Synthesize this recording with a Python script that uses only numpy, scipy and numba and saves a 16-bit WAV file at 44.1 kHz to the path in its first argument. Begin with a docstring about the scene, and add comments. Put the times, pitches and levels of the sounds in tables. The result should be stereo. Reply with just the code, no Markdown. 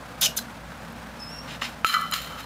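"""Outdoors by a bucket of water, distant machinery hums under the air the whole time.
Two blobs of molten metal are quenched with short spits of steam (noise in a resonance that moves), and bubbles ring.
Tiny ticks follow at the surface, then metal squeaks (a few wavering sines) and a shoe scuffs on grit (dense clicks).
A metal cup is set down on concrete, bounces and rattles (clicks ring its modes); a last scuff follows.
The recorder turns itself down on loud peaks."""
import sys
import numpy as np
from scipy import signal
from scipy.fft import rfft, irfft
from scipy.io import wavfile
from numba import njit

SR = 44100
rng = np.random.default_rng(int(sys.argv[2]) if len(sys.argv) > 2 else 0)


def unload_wav(signal):
    """Save mono or channel-first audio to the path in sys.argv[1] as 16-bit WAV at rate SR, clipped to [-1, 1]."""
    wavfile.write(
        sys.argv[1],
        SR,
        np.round(np.clip(np.atleast_2d(signal).T, -1, 1) * 32767).astype(np.int16),
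    )


def ratio_of_db(decibels):
    """Turn decibels (scalar or array-like) into linear amplitude factors; 0 dB maps to 1."""
    return 10 ** (np.asarray(decibels, float) / 20)


N = 108045
T = np.arange(N) / SR   # time of each sample [s]
F = np.maximum(np.arange(N // 2 + 1) * SR / N, 1)   # frequency grid [Hz]


def rms_one(x):
    """Scale to rms 1."""
    return x / np.sqrt(np.mean(x ** 2) + 1e-20)


def in_time(rows):
    """Draw each table column as a curve over time, with a gate that is open between first and last row."""
    s, *columns = np.transpose(rows)
    gate = np.clip(np.minimum(T - s[0], s[-1] - T) * 250, 0, 1)   # 4 ms fades
    return [gate] + [np.interp(T, s, column) for column in columns]


def at_hz(points):
    """Read a spectrum table on the frequency grid, along log frequency."""
    hz, value = np.transpose(points)
    return np.interp(np.log(F), np.log(hz), value)


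def colour(x, points):
    """Filter by a dB spectrum."""
    return irfft(rfft(x) * ratio_of_db(at_hz(points)), N)


def drift(rate_hz):
    """Chance wandering: noise that fades above rate_hz, rms 1."""
    return rms_one(irfft(rfft(rng.standard_normal(N)) / (1 + (F / rate_hz) ** 2), N))


def click_at(s):
    """One unit click at time s."""
    return 1. * (np.arange(N) == int(s * SR))


def ring(x, hz, t60):
    """A struck mode: each unit click starts a sine of height 1 that falls 60 dB in t60 seconds."""
    r = ratio_of_db(-60 / (max(t60, 1e-3) * SR))
    w = 2 * np.pi * hz / SR
    return signal.lfilter([0, np.sin(w)], [1, -2 * r * np.cos(w), r * r], x + 1e-18)


def grains(rate_per_s, spread_db):
    """Many small contacts: random clicks of either sign and uneven size, rms 1."""
    size = ratio_of_db(spread_db * np.minimum(rng.exponential(1, N), 4))
    sign = rng.choice([-1, 1], N)
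    present = rng.random(N) < rate_per_s / SR
    return rms_one(size * sign * present)


def burst(s, db, hz, decay_s, q):
    """A puff of noise around hz that starts at s and dies quickly."""
    edges = np.clip([hz / (1 + 1 / q), hz * (1 + 1 / q)], 50, .45 * SR)
    band = signal.butter(1, edges, "band", fs=SR, output="sos")
    noise = rms_one(signal.sosfilt(band, rng.standard_normal(N)))
    fade = (T >= s) * np.exp(-np.maximum(T - s, 0) / decay_s)
    return ratio_of_db(db) * noise * fade / 2


def tilted(x, tilt_db):
    """Treble raised or lowered as time goes."""
    treble = signal.sosfilt(signal.butter(2, 8500, "high", fs=SR, output="sos"), x)
    return x + (ratio_of_db(tilt_db) - 1) * treble


def air():
    """Distant machinery and breeze: noise alike on both sides in the bass, wavering hum and a motor note."""
    # colour of the air: pitch_hz [Hz], relative level_db [dB]
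    air_spectrum = [(42, -44), (72, -14), (139, -5.5), (160, -10), (230, -1.5), (370, -17.5), (509, -9),
                    (1350, -11), (1620, -11), (1860, -15.5), (14400, -36), (16500, -24.5)]
    # how alike left and right are: pitch_hz [Hz], likeness [0 to 1]
    likeness = [(60, 0.82), (240, 0.97), (950, 0.96), (3770, 0.43), (15000, 0.037)]
    # machine hums, each a narrow band of noise: pitch_hz [Hz], level_db [dB rms], width_hz [Hz]
    hums = [(116, -54, 59), (168, -50, 5.7), (233.3, -54.5, 8.3)]
    air_db, patchy_db = -40.5, 1.18
    motor_hz, motor_db, motor_waver_db = 58.5, -51, 2

    mid, side = rfft(rng.standard_normal((2, N)))
    alike = np.clip(at_hz(likeness), 0, 1)
    shared = np.sqrt(1 + alike) * mid
    opposed = np.sqrt(1 - alike) * side * [[1], [-1]]
    noise = rms_one(irfft((shared + opposed) * ratio_of_db(at_hz(air_spectrum)), N))
    out = ratio_of_db(air_db + patchy_db * drift(35)) * noise
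    for hz, db, width in hums:
        bell = 1 / (1 + (2 * (F - hz) / width) ** 2)
        out = out + ratio_of_db(db) * rms_one(irfft(rfft(rng.standard_normal(N)) * bell, N))
    phase = 2 * np.pi * motor_hz * T + 0.52 * drift(1.7)
    motor = np.sqrt(2) * np.sin(phase)
    return out + ratio_of_db(motor_db + motor_waver_db * drift(4.5)) * motor


def squeak():
    """Rubbing metal sings: five partials on one wavering pitch, strongest on the second."""
    # course of the squeak: time_s [s], pitch_hz of the second partial [Hz], level_db [dB]
    course = [(1.19, 5520, -44), (1.205, 5190, -44), (1.235, 5210, -37.5), (1.255, 5140, -43),
              (1.278, 5240, -44), (1.305, 5400, -41), (1.33, 5550, -39.5), (1.395, 5460, -40),
              (1.42, 5620, -50), (1.485, 5500, -64)]
    # relative level of each partial, lowest first: level_db [dB]
    partials_db = [-16, -.1, -17, -22, -28]
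    gate, hz, db = in_time(course)
    phase = np.pi * np.cumsum(hz * (1 + .008 * drift(140))) / SR   # half of hz: the lowest partial
    out = np.zeros(N)
    for k, partial_db in enumerate(partials_db):
        level = ratio_of_db(db + partial_db + 3.0 * drift(90))
        out += level * np.sqrt(2) * np.sin((k + 1) * phase)
    return gate * out


def scuffs():
    """A shoe drags over grit: dense grains under each stroke, and one pebble snaps in damped modes."""
    # one list per stroke: time_s [s], level_db [dB], treble tilt_db [dB]
    strokes = [
        [(1.465, -52, -3), (1.48, -40.5, -1), (1.505, -38.5, -3), (1.555, -40.5, 0), (1.59, -60, -3)],
        [(1.61, -42, 4), (1.617, -30, -6), (1.63, -30, -18), (1.655, -30.5, -5), (1.695, -43.5, 8.5),
         (1.75, -51, -2)],
        [(2.37, -46.5, 5), (2.405, -35, 8.5), (2.45, -67, -4)],
    ]
    # colour of the grit: pitch_hz [Hz], relative level_db [dB per Hz]
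    grit_spectrum = [(410, -39), (800, -3), (2050, 0), (2900, 2.5), (3900, -1), (5470, -5), (16000, -24.5)]
    # the pebble: level_db of each mode [dB], list of mode pitch_hz [Hz], t60_s [s]
    snap_db, snap_hz, snap_t60 = (-18, [1150, 1900, 2950], .014)
    grit = rms_one(colour(grains(rate_per_s=7100, spread_db=-2.5), grit_spectrum))
    snap = np.zeros(N)
    for k, hz in enumerate(snap_hz):
        snap += (-1) ** k * ring(click_at(1.6203), hz, snap_t60)
    out = ratio_of_db(snap_db) * snap
    for rows in strokes:
        gate, db, tilt_db = in_time(rows)
        out += gate * ratio_of_db(db) * tilted(grit, tilt_db)
    return out


@njit
def cavity(x, hz, q, sr):
    """A resonance whose centre moves, as when a hollow changes size."""
    y = np.zeros(len(x))
    for i in range(2, len(x)):
        r = np.exp(-np.pi * hz[i] / q / sr)
        drive = np.sqrt(1 - r * r) * (x[i] - x[i - 2]) / 2
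        y[i] = drive + 2 * r * np.cos(2 * np.pi * hz[i] / sr) * y[i - 1] - r * r * y[i - 2]
    return y


def quench():
    """Hot metal boils water: rough steam noise, part of it singing in a cavity; bubbles ring on."""
    # one list per spit: time_s [s], level_db [dB], cavity pitch_hz [Hz],
    # singing against plain hiss share_db [dB], treble tilt_db of the hiss [dB]
    spits = [
        [(.207, -48, 3700, -8, 2), (.213, -24, 3480, -11, 10.5), (.226, -17.5, 3350, 0, -10),
         (.25, -18, 3250, -1, -9), (.267, -17, 2980, 10, 1), (.274, -31, 2800, -2, -5), (.32, -50, 2770, -7, 1)],
        [(.362, -52, 9000, -4, 11), (.369, -24, 8300, 2, 11.5), (.378, -23.5, 5540, 14, -13),
         (.386, -32.5, 4000, -17, -4), (.391, -28, 4130, -13, -1), (.397, -42.5, 4100, -2, 5),
         (.43, -46, 4130, -2, -6)],
    ]
    # colour of the hiss: pitch_hz [Hz], relative level_db [dB per Hz]
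    steam_spectrum = [(300, -22), (500, -3.5), (1400, -12), (2500, -9), (3300, 1.5), (6300, -0.5),
                      (8500, -10.5), (12500, -4), (16000, -6.5)]
    # bubbles left ringing: start_s [s], level_db before wavering [dB], pitch_hz [Hz], t60_s [s]
    bubbles = [(.256, -26, 2865, .17), (.385, -35, 4060, .12), (.389, -28, 1590, .025),
               (.22, -31, 1530, .16), (.268, -30, 650, .12), (.484, -35, 1450, .04)]
    # tiny bursts at the surface: start_s [s], relative level_db [dB], pitch_hz [Hz]
    ticks = [(.924, -41.5, 12500), (1.201, -37.5, 6340)]
    cavity_q, overtone, overtone_db, rough_db = 11.0, 1.9, -3, 1.3

    out = np.zeros(N)
    for rows in spits:
        gate, db, hz, share_db, tilt_db = in_time(rows)
        white = rng.standard_normal((2, N)) * ratio_of_db(rough_db * drift(360))
        hiss = tilted(rms_one(colour(white[0], steam_spectrum)), tilt_db)
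        sung = cavity(white[1], hz, cavity_q, SR)
        upper_hz = np.minimum(overtone * hz, 16000.)
        sung = sung + ratio_of_db(overtone_db) * cavity(white[1], upper_hz, cavity_q, SR)
        mix = (hiss + ratio_of_db(share_db) * sung) / np.sqrt(1 + ratio_of_db(2 * share_db))
        out += gate * ratio_of_db(db) * mix
    for s, db, hz, t60 in bubbles:
        out += ratio_of_db(db + 2.5 * drift(70)) * ring(click_at(s), hz, t60)
    for s, db, hz in ticks:
        out += burst(s, db, hz, decay_s=0.0027, q=16.0)
    return out


def cup():
    """A cup meets concrete: blows and rattle drive the same modes, and some blows also crack."""
    # blows: start_s [s], relative level_db [dB], brightness [dB per octave],
    # relative crack_db [dB], so low on some blows that no crack is heard
    blows = [(1.8464, -23.5, -1, -4), (1.894, -16, 0.5, -37), (1.9407, -13, -3.5, -6.5),
             (2.122, -24, 1, -38), (2.1344, -25.5, 2, -16), (2.153, -30.5, -5, -22)]
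    # rattling and rocking on the rim: time_s [s], relative level_db [dB],
    # brightness [dB per octave], bare scratch_db against that level [dB]
    rattle = [(1.85, -33.5, 21, 3), (1.865, -10.5, 6, -10), (1.937, -23.5, -11.5, -1),
              (1.96, -20.5, -14, -9.5), (1.99, -16.5, -6, -18), (2.105, -37, -8, -12), (2.13, -33, -9, -14),
              (2.138, -18.5, 1, -1), (2.18, -26, 1, -7.5), (2.23, -36.5, 4, -2), (2.28, -33, -2.5, -11),
              (2.4, -40, -9.5, -10.5), (2.45, -36, 6, -13)]
    # modes of the cup: pitch_hz [Hz]
    modes_hz = [1136, 1199, 1248, 1311, 1362, 1497, 1735, 1995, 2320, 3032, 3109, 4065, 4190, 4970, 5950,
                6896, 10110, 11365]
    # relative level of each mode: level_db [dB]
    modes_db = [-10, -14, -3, -5, -2, -13, -14, -8, -13, 0, -8, -3, -8, -15, -18, -8, -23, -19]
    # colour of the bare scratch: pitch_hz [Hz], relative level_db [dB per Hz]
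    scratch_spectrum = [(700, 3), (1900, 13), (2500, 12), (3050, 17), (3600, 12), (4150, 18), (4800, 9),
                        (15000, 1.5)]
    # the handle ticks against the rim, bright and brief: start_s [s], relative level_db [dB]
    taps = [(2.012, -18.5), (2.112, -17.5), (2.218, -22.5)]
    ring_t60_s, rattle_drive_db, blow_spread_db = 0.11, -31, 2.5

    gate, db, bright, scratch_db = in_time(rattle)
    touches = grains(rate_per_s=4000, spread_db=4.0) * gate
    scratch = rms_one(colour(touches, scratch_spectrum)) * np.sqrt(np.mean(gate ** 2))
    s, blow_db, blow_bright, crack_db = np.transpose(blows)
    spread = rng.normal(0, blow_spread_db, (len(blows), len(modes_hz)))
    # on the first blow the base lands flat: one damped note
    slap = ratio_of_db(-1) * ring(click_at(s[0]), hz=1308, t60=0.08)
    out = scratch * ratio_of_db(db + scratch_db) + slap
    for k, (hz, mode_db) in enumerate(zip(modes_hz, modes_db)):
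        octave = np.log2(hz / 3000)
        # each touch drives each mode by a different chance amount
        push = touches * ratio_of_db(db + rattle_drive_db + bright * octave) * rng.uniform(-0.58, 1, N)
        push[(s * SR).astype(int)] += ratio_of_db(blow_db + blow_bright * octave + spread[:, k])
        out += (-1) ** k * ratio_of_db(mode_db) * ring(push, hz, ring_t60_s)
    out = signal.sosfilt(signal.butter(2, 1110, "high", fs=SR, output="sos"), out)
    for start, level_db in zip(s, crack_db):
        out += burst(start, level_db, hz=2230, decay_s=0.0022, q=2.7)
    for start, level_db in taps:
        out += burst(start, level_db, hz=9000, decay_s=0.0019, q=1.3)
    return out


def place(x, lag_us):
    """Sound reaches the left side a little later than the right."""
    late = irfft(rfft(x) * np.exp(-2j * np.pi * F * lag_us * 1e-6), N)
    return np.array([late, x])


def echoes(x, t60, hz, kind, db):
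    """A dying noise tail of echoes, different on each side."""
    t = np.arange(SR // 2) / SR
    tail = rng.standard_normal((2, len(t))) * ratio_of_db(-60 * t / t60) * (t > .0005)
    tail = signal.sosfilt(signal.butter(1, min(hz, .45 * SR), kind, fs=SR, output="sos"), tail)
    tail = tail / np.sqrt(np.sum(tail ** 2) / 2)
    return ratio_of_db(db) * signal.fftconvolve(x[None], tail, axes=1)[:, :N]


def yard(x):
    """Bright near echoes from bucket and ground, duller ones from the walls."""
    near = echoes(x, t60=0.013, hz=9200, kind="high", db=-2.5)
    walls = echoes(x, t60=0.23, hz=16000, kind="low", db=-13.5)
    return near + walls


def scene():
    """All sources in the yard."""
    # delay of the left side for each place: lag_us [microseconds]
    left_lag_us = {"water": 7, "cup": 59.8}
    water = quench()
    ground = cup() + scuffs() + squeak()
    direct = place(water, left_lag_us["water"]) + place(ground, left_lag_us["cup"])
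    return direct + yard(water + ground) + air()


def roll_off(x):
    """The treble ends steeply here."""
    return signal.sosfilt(signal.butter(12, 16640, fs=SR, output="sos"), x)


def record(dry):
    """The right microphone is hotter; gain control ducks after peaks, which are rounded; the top is cut."""
    # left minus right: pitch_hz [Hz], level_db [dB]
    left_minus_right = [(60, -2), (380, -2.5), (2380, -2), (15000, -6)]
    knee_db, slope, release_db_per_s, attack_s = -7, 0.76, 36, 0.00033
    ceiling, cutoff_hz = 1.1, 16270

    lean = at_hz(left_minus_right) / 2
    x = irfft(rfft(dry) * ratio_of_db([lean, -lean]), N)
    peak_db = 20 * np.log10(np.abs(x).max(0) + 1e-9)
    over = np.maximum(peak_db - knee_db, 0) * slope
    ramp = release_db_per_s * T
    held = np.maximum.accumulate(over + ramp) - ramp   # jumps up at once, falls back steadily
    r = np.exp(-1 / (attack_s * SR))
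    x = x * ratio_of_db(-signal.lfilter([1 - r], [1, -r], held))
    rounded = ceiling * np.tanh(x / ceiling)
    mix = signal.sosfilt(signal.cheby2(12, 60, cutoff_hz, fs=SR, output="sos"), rounded)
    return roll_off(mix)


dry = scene()
out = record(dry)
unload_wav(out)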